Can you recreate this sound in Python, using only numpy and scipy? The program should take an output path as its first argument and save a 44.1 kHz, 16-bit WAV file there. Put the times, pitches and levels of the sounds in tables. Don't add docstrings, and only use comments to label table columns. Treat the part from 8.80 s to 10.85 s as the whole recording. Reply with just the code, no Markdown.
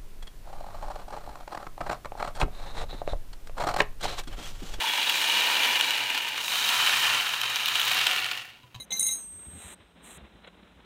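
import sys
import numpy as np
from scipy import signal
from scipy.fft import rfft, irfft
from scipy.io import wavfile
from scipy.ndimage import uniform_filter1d

SR = 44100
rng = np.random.default_rng(int(sys.argv[2]) if len(sys.argv) > 2 else 0)


def generate_wav(sig):
    pcm = np.round(np.clip(np.atleast_2d(sig).T, -1, 1) * 32767).astype(np.int16)
    wavfile.write(sys.argv[1], SR, pcm)


N = 90404
T = np.arange(N) / SR


def gain_of(db):
    return 10 ** (np.asarray(db) / 20)


def evened(x):
    return x / np.sqrt(np.mean(x ** 2) + 1e-20)


def colour(x, spectrum):
    hz = np.fft.rfftfreq(len(x), 1 / SR) + 1
    table_hz, db = np.transpose(spectrum)
    gain = gain_of(np.interp(np.log(hz), np.log(table_hz), db, -90, -90))
    return evened(irfft(rfft(x) * gain, len(x)))


def noise(spectrum):
    return colour(rng.standard_normal(N), spectrum)


def wobble(samples):
    return evened(uniform_filter1d(uniform_filter1d(rng.standard_normal(N), samples), samples))


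def bursts(hits, fade_s, spectrum):
    power = np.zeros(N)
    for start, db in hits:
        age = np.maximum(T - start, 0)
        rise = np.minimum(age / .00079, 1)
        power += (rise * gain_of(db - 60 * age / fade_s)) ** 2
    return np.sqrt(power) * noise(spectrum)


def ring(times, db, fade_s, hz, slip):
    last_hit = np.maximum(np.searchsorted(times, T) - 1, 0)
    age = np.maximum(T - times[last_hit], 0)
    level = (T >= times[0]) * gain_of(db[last_hit] - 60 * age / fade_s)
    shift = np.cumsum(slip * rng.standard_normal(30))[last_hit]
    lag = np.exp(-1 / (.0014 * SR))
    envelope = signal.lfilter([1 - lag], [1, -lag], level * np.exp(2j * np.pi * shift))
    tone = np.exp(2j * np.pi * np.cumsum(hz * np.ones(N)) / SR)
    return np.sqrt(2) * (envelope * tone).real


# (frequency [Hz], relative level [dB])
RUSH_COLOUR = [(120, -23.5), (180, -2.5), (350, -8.5), (1300, -13.5), (2200, -16.5), (3800, -17.5),
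               (4400, -21)]
HISS_COLOUR = [(4400, -15), (6000, -7.5), (9000, 0), (16000, -14)]
RUMBLE_COLOUR = [(22, -46.5), (45, -1), (95, -8.5), (120, -17.5), (200, -25.5)]
# (time [s], level [dB])
RUSH_LEVELS = [(0, -53.5), (.06, -61.5), (.12, -51.5), (.4, -54), (.45, -62.5), (.6, -57.5), (.93, -55),
               (.97, -61), (1.01, -55), (1.08, -61), (1.2, -56), (1.46, -54), (1.49, -59.5), (1.55, -57.5),
               (2.05, -58)]
def air():
    level_db = np.interp(T, *np.transpose(RUSH_LEVELS)) + 1.57 * wobble(400)
    rush = gain_of(level_db) * noise(RUSH_COLOUR)
    return rush + gain_of(-64) * noise(HISS_COLOUR) + gain_of(-66) * noise(RUMBLE_COLOUR)


# (pitch [Hz], level [dB])
HUM_TONES = [(59, -66.5), (176, -66), (206, -68.5)]
def hum():
    out = np.zeros(N)
    for hz, db in HUM_TONES:
        level = gain_of(db + 2.4 * wobble(2500))
        pitch = hz * (1 + .0173 * wobble(4000))
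        out += level * np.sin(2 * np.pi * np.cumsum(pitch) / SR)
    return out


# (middle time [s], length [s], pitch [Hz], level [dB])
LOW_THUMPS = [(0.566, 0.12, 83.5, -56), (0.683, 0.043, 71, -45.5), (.755, 0.1, 81.6, -47.5),
              (.86, 0.04, 81, -46), (1.005, 0.025, 75, -52), (1.38, 0.059, 68, -52.5),
              (1.435, 0.059, 64, -48.5), (1.553, 0.042, 63, -54.5), (1.973, 0.055, 65, -55)]
# (frequency [Hz], relative level [dB])
PUFF_COLOUR = [(110, -5), (170, -5.5), (500, -17.5)]
def thumps():
    puff, out = noise(PUFF_COLOUR), np.zeros(N)
    for middle, length, hz, db in LOW_THUMPS:
        phase = 2 * np.pi * (hz * (T - middle) + rng.random())
        body = np.sin(phase) + gain_of(-13.5) * np.sin(2 * phase) + gain_of(-7.5) * puff
        swell = np.exp(-8 * ((T - middle) / length) ** 2)
        out += np.sqrt(2) * gain_of(db) * swell * body
    return out


def snaps(per_s):
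    base = rng.standard_normal(N)
    size_db = 3 * np.minimum(rng.exponential(1, N), 5)
    snapping = rng.random(N) < per_s / SR
    return base * (.35 + gain_of(size_db) * snapping)


# (start [s], length [s], level [dB])
SCRAPES = [(1.637, 0.024, -47), (1.664, 0.028, -45.5), (1.825, 0.018, -56.5)]
# (frequency [Hz], relative level [dB])
GRIT_COLOUR = [(250, -31), (500, -0.5), (2500, -3), (4400, -2.5)]
def scuffs():
    grit = colour(snaps(per_s=4500), GRIT_COLOUR)
    return sum(gain_of(db) * np.clip(2 * np.minimum(T - start, start + length - T) / length, 0, 1) * grit
               for start, length, db in SCRAPES)


# (start [s], rise [s], fade start [s], fade length [s], level [dB], snaps [per s])
GRASS_STEPS = [(0.719, 0.12, .935, 0.014, -49, 3800), (1.19, 0.074, 1.372, 0.041, -52.5, 1200)]
# (frequency [Hz], relative level [dB])
GRASS_COLOUR = [(300, -2.5), (1840, -0.5), (3000, -3), (4000, 0), (5500, -20.5), (7200, -3), (8500, -2.5),
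                (16000, -24.5)]
def steps():
    out = np.zeros(N)
    for start, rise, fade_start, fade, db, per_s in GRASS_STEPS:
        swell = np.clip(np.minimum((T - start) / rise, 1 + (fade_start - T) / fade), 0, 1)
        out += gain_of(db) * swell * colour(snaps(per_s), GRASS_COLOUR)
    return out


# (time [s], pitch [Hz], level [dB], time to fade 60 dB [s])
HOLLOW_RINGS = [(0.102, 500, -48, 0.079), (0.113, 775.4, -45.5, 0.16), (1.649, 600, -51, 0.033),
                (1.676, 500, -41.5, 0.022), (1.827, 235, -50.5, 0.064)]
def hollow_rings():
    return sum(ring(np.array([start]), np.array([db]), fade_s, hz, slip=0)
               for start, hz, db, fade_s in HOLLOW_RINGS)


# (time [s], level [dB])
KNOCK_HITS = [(.105, -36.5), (.119, -26.5), (.196, -41), (.228, -36.5), (.2653, -38.5), (.284, -37),
              (.31, -43.5)]
# (frequency [Hz], relative level [dB])
KNOCK_COLOUR = [(200, -8), (700, -13.5), (1500, -12.5), (3000, -0.5), (4400, 9)]
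def knocks():
    return bursts(KNOCK_HITS, fade_s=.03, spectrum=KNOCK_COLOUR)


# (time [s], level [dB])
SOCKET_STRIKES = [(.108, -53.5), (.194, -38.5), (.228, -37.5), (.262, -41)]
def socket():
    times, db = np.transpose(SOCKET_STRIKES)
    return ring(times, db, fade_s=3.13, hz=8314.3, slip=.05)


WRENCH_CLINKS = [(0.0, -59, -51, -39.5, -40.5, -58, -53.5, -52, -62, -75),
                 (.106, -44.5, -46.5, -36, -43.5, -44.5, -50, -59, -63, -73),
                 (0.1228, -46.5, -37, -41, -34.5, -29.5, -36.5, -48, -52.5, -64),
                 (0.164, -48, -60.5, -41.5, -35, -36, -44.5, -49, -47.5, -58.5),
                 (.194, -23, -62.5, -37.5, -36, -39, -35.5, -27.5, -47, -46),
                 (0.208, -33.5, -44, -35.5, -40.5, -43.5, -47, -30, -45.5, -52.5),
                 (0.227, -29, -57, -39.5, -43.5, -43.5, -27.5, -31, -48, -51),
                 (.25, -49, -46, -42, -44, -42, -31.5, -35, -48.5, -62),
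                 (0.265, -26, -46.5, -49, -33.5, -43.5, -28, -29.5, -42.5, -56),
                 (0.285, -39.5, -41, -31, -38.5, -37.5, -37, -38, -49, -66),
                 (0.31, -36, -53.5, -35.5, -40.5, -43, -30.5, -39, -47, -64),
                 (0.331, -42, -59, -50.5, -45, -47.5, -33, -38, -52.5, -64)]
PART_PITCHES = [
    [2094],
    [3883],
    [3974, 4090],
    [6123, 6131],
    [6499, 6574],
    [9550, 9543, 9491, 9312, 8941],
    [12008, 12184, 14250],
    [13054, 15467],
]
# (added level [dB], time to fade 60 dB [s])
PART_RINGS = [
    [(-1, 0.22)],
    [(1, 0.2)],
    [(0.5, .2), (-10, .25)],
    [(-1, 0.45), (-11, 0.88)],
    [(1.5, .2), (-19, 0.161)],
    [(0.5, 0.17), (-13.5, 0.74), (-3.5, 0.27), (-6.5, 0.11), (-8.5, 0.276)],
    [(3, .3), (-6, 0.47), (-13.5, .22)],
    [(-1, .3), (-4.5, .2)],
]
def wrenches():
    clinks, out = np.array(WRENCH_CLINKS), np.zeros(N)
    times, part_levels = clinks[:, 0], clinks[:, 2:].T
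    swing = 1 + .005 * np.clip((T - .34) / .09, 0, 1)
    grip = gain_of(-900 * np.maximum(T - .026, 0) * (T < times[1]))
    for pitches, rings, levels in zip(PART_PITCHES, PART_RINGS, part_levels):
        for hz, (db, fade_s) in zip(pitches, rings):
            rattle = gain_of(1.6 * wobble(200) * (T < .386))
            damping = grip if hz < 5000 else 1
            out += rattle * damping * ring(times, levels + db, fade_s, hz * swing, slip=.16)
    return out


# (frequency [Hz], relative level [dB])
CRACK_COLOUR = [(5000, -19), (6500, 6), (9500, 6.5), (11000, -14.5), (16000, -28)]
def cracks():
    hits = np.array(WRENCH_CLINKS)[:, :2]
    crack = bursts(hits, fade_s=.023, spectrum=CRACK_COLOUR)
    tail = bursts(hits, fade_s=.1, spectrum=CRACK_COLOUR)
    return crack + gain_of(-9) * tail


def scene():
    tools = wrenches() + socket() + cracks() + knocks() + hollow_rings()
    return (tools + steps() + thumps() + scuffs() + air() + hum())[None]


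# (start [s], rise [s], end [s])
TREBLE_SPANS = [(-.1, .003, .0535), (.104, .003, .949), (1.21, .03, 1.378)]
# (time [s], level [dB])
SCUFF_TICK = [(1.674, -61)]
# (frequency [Hz], gain [dB])
MIC_DIP = [(4050, -0.5), (4350, -19.5), (5200, -9.5), (5900, 1.5)]
# (frequency [Hz], relative level [dB])
CIRCUIT_COLOUR = [(4000, -2), (8000, -2.5), (16000, -12.5)]
def record(dry):
    treble_on = sum(np.clip((T - start) / rise, 0, 1) * np.clip((end - T) / .0014, 0, 1)
                    for start, rise, end in TREBLE_SPANS)
    lows = signal.oaconvolve(dry, signal.firwin(255, cutoff=5500, fs=SR)[None], "same")
    treble = (dry - lows) * gain_of(-25 * (1 - treble_on))
    tick = bursts(SCUFF_TICK, fade_s=.024, spectrum=CRACK_COLOUR)
    dip = gain_of(np.interp(np.fft.rfftfreq(N, 1 / SR), *np.transpose(MIC_DIP)))
    dipped = irfft(rfft(lows + treble + tick) * dip, N)
    hiss = gain_of(-78.5) * noise(CIRCUIT_COLOUR)
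    top_cut = signal.firwin(1023, cutoff=15780, window=("kaiser", 10), fs=SR)
    return signal.oaconvolve(dipped + hiss, top_cut[None], "same")


dry = scene()
out = record(dry)
generate_wav(out)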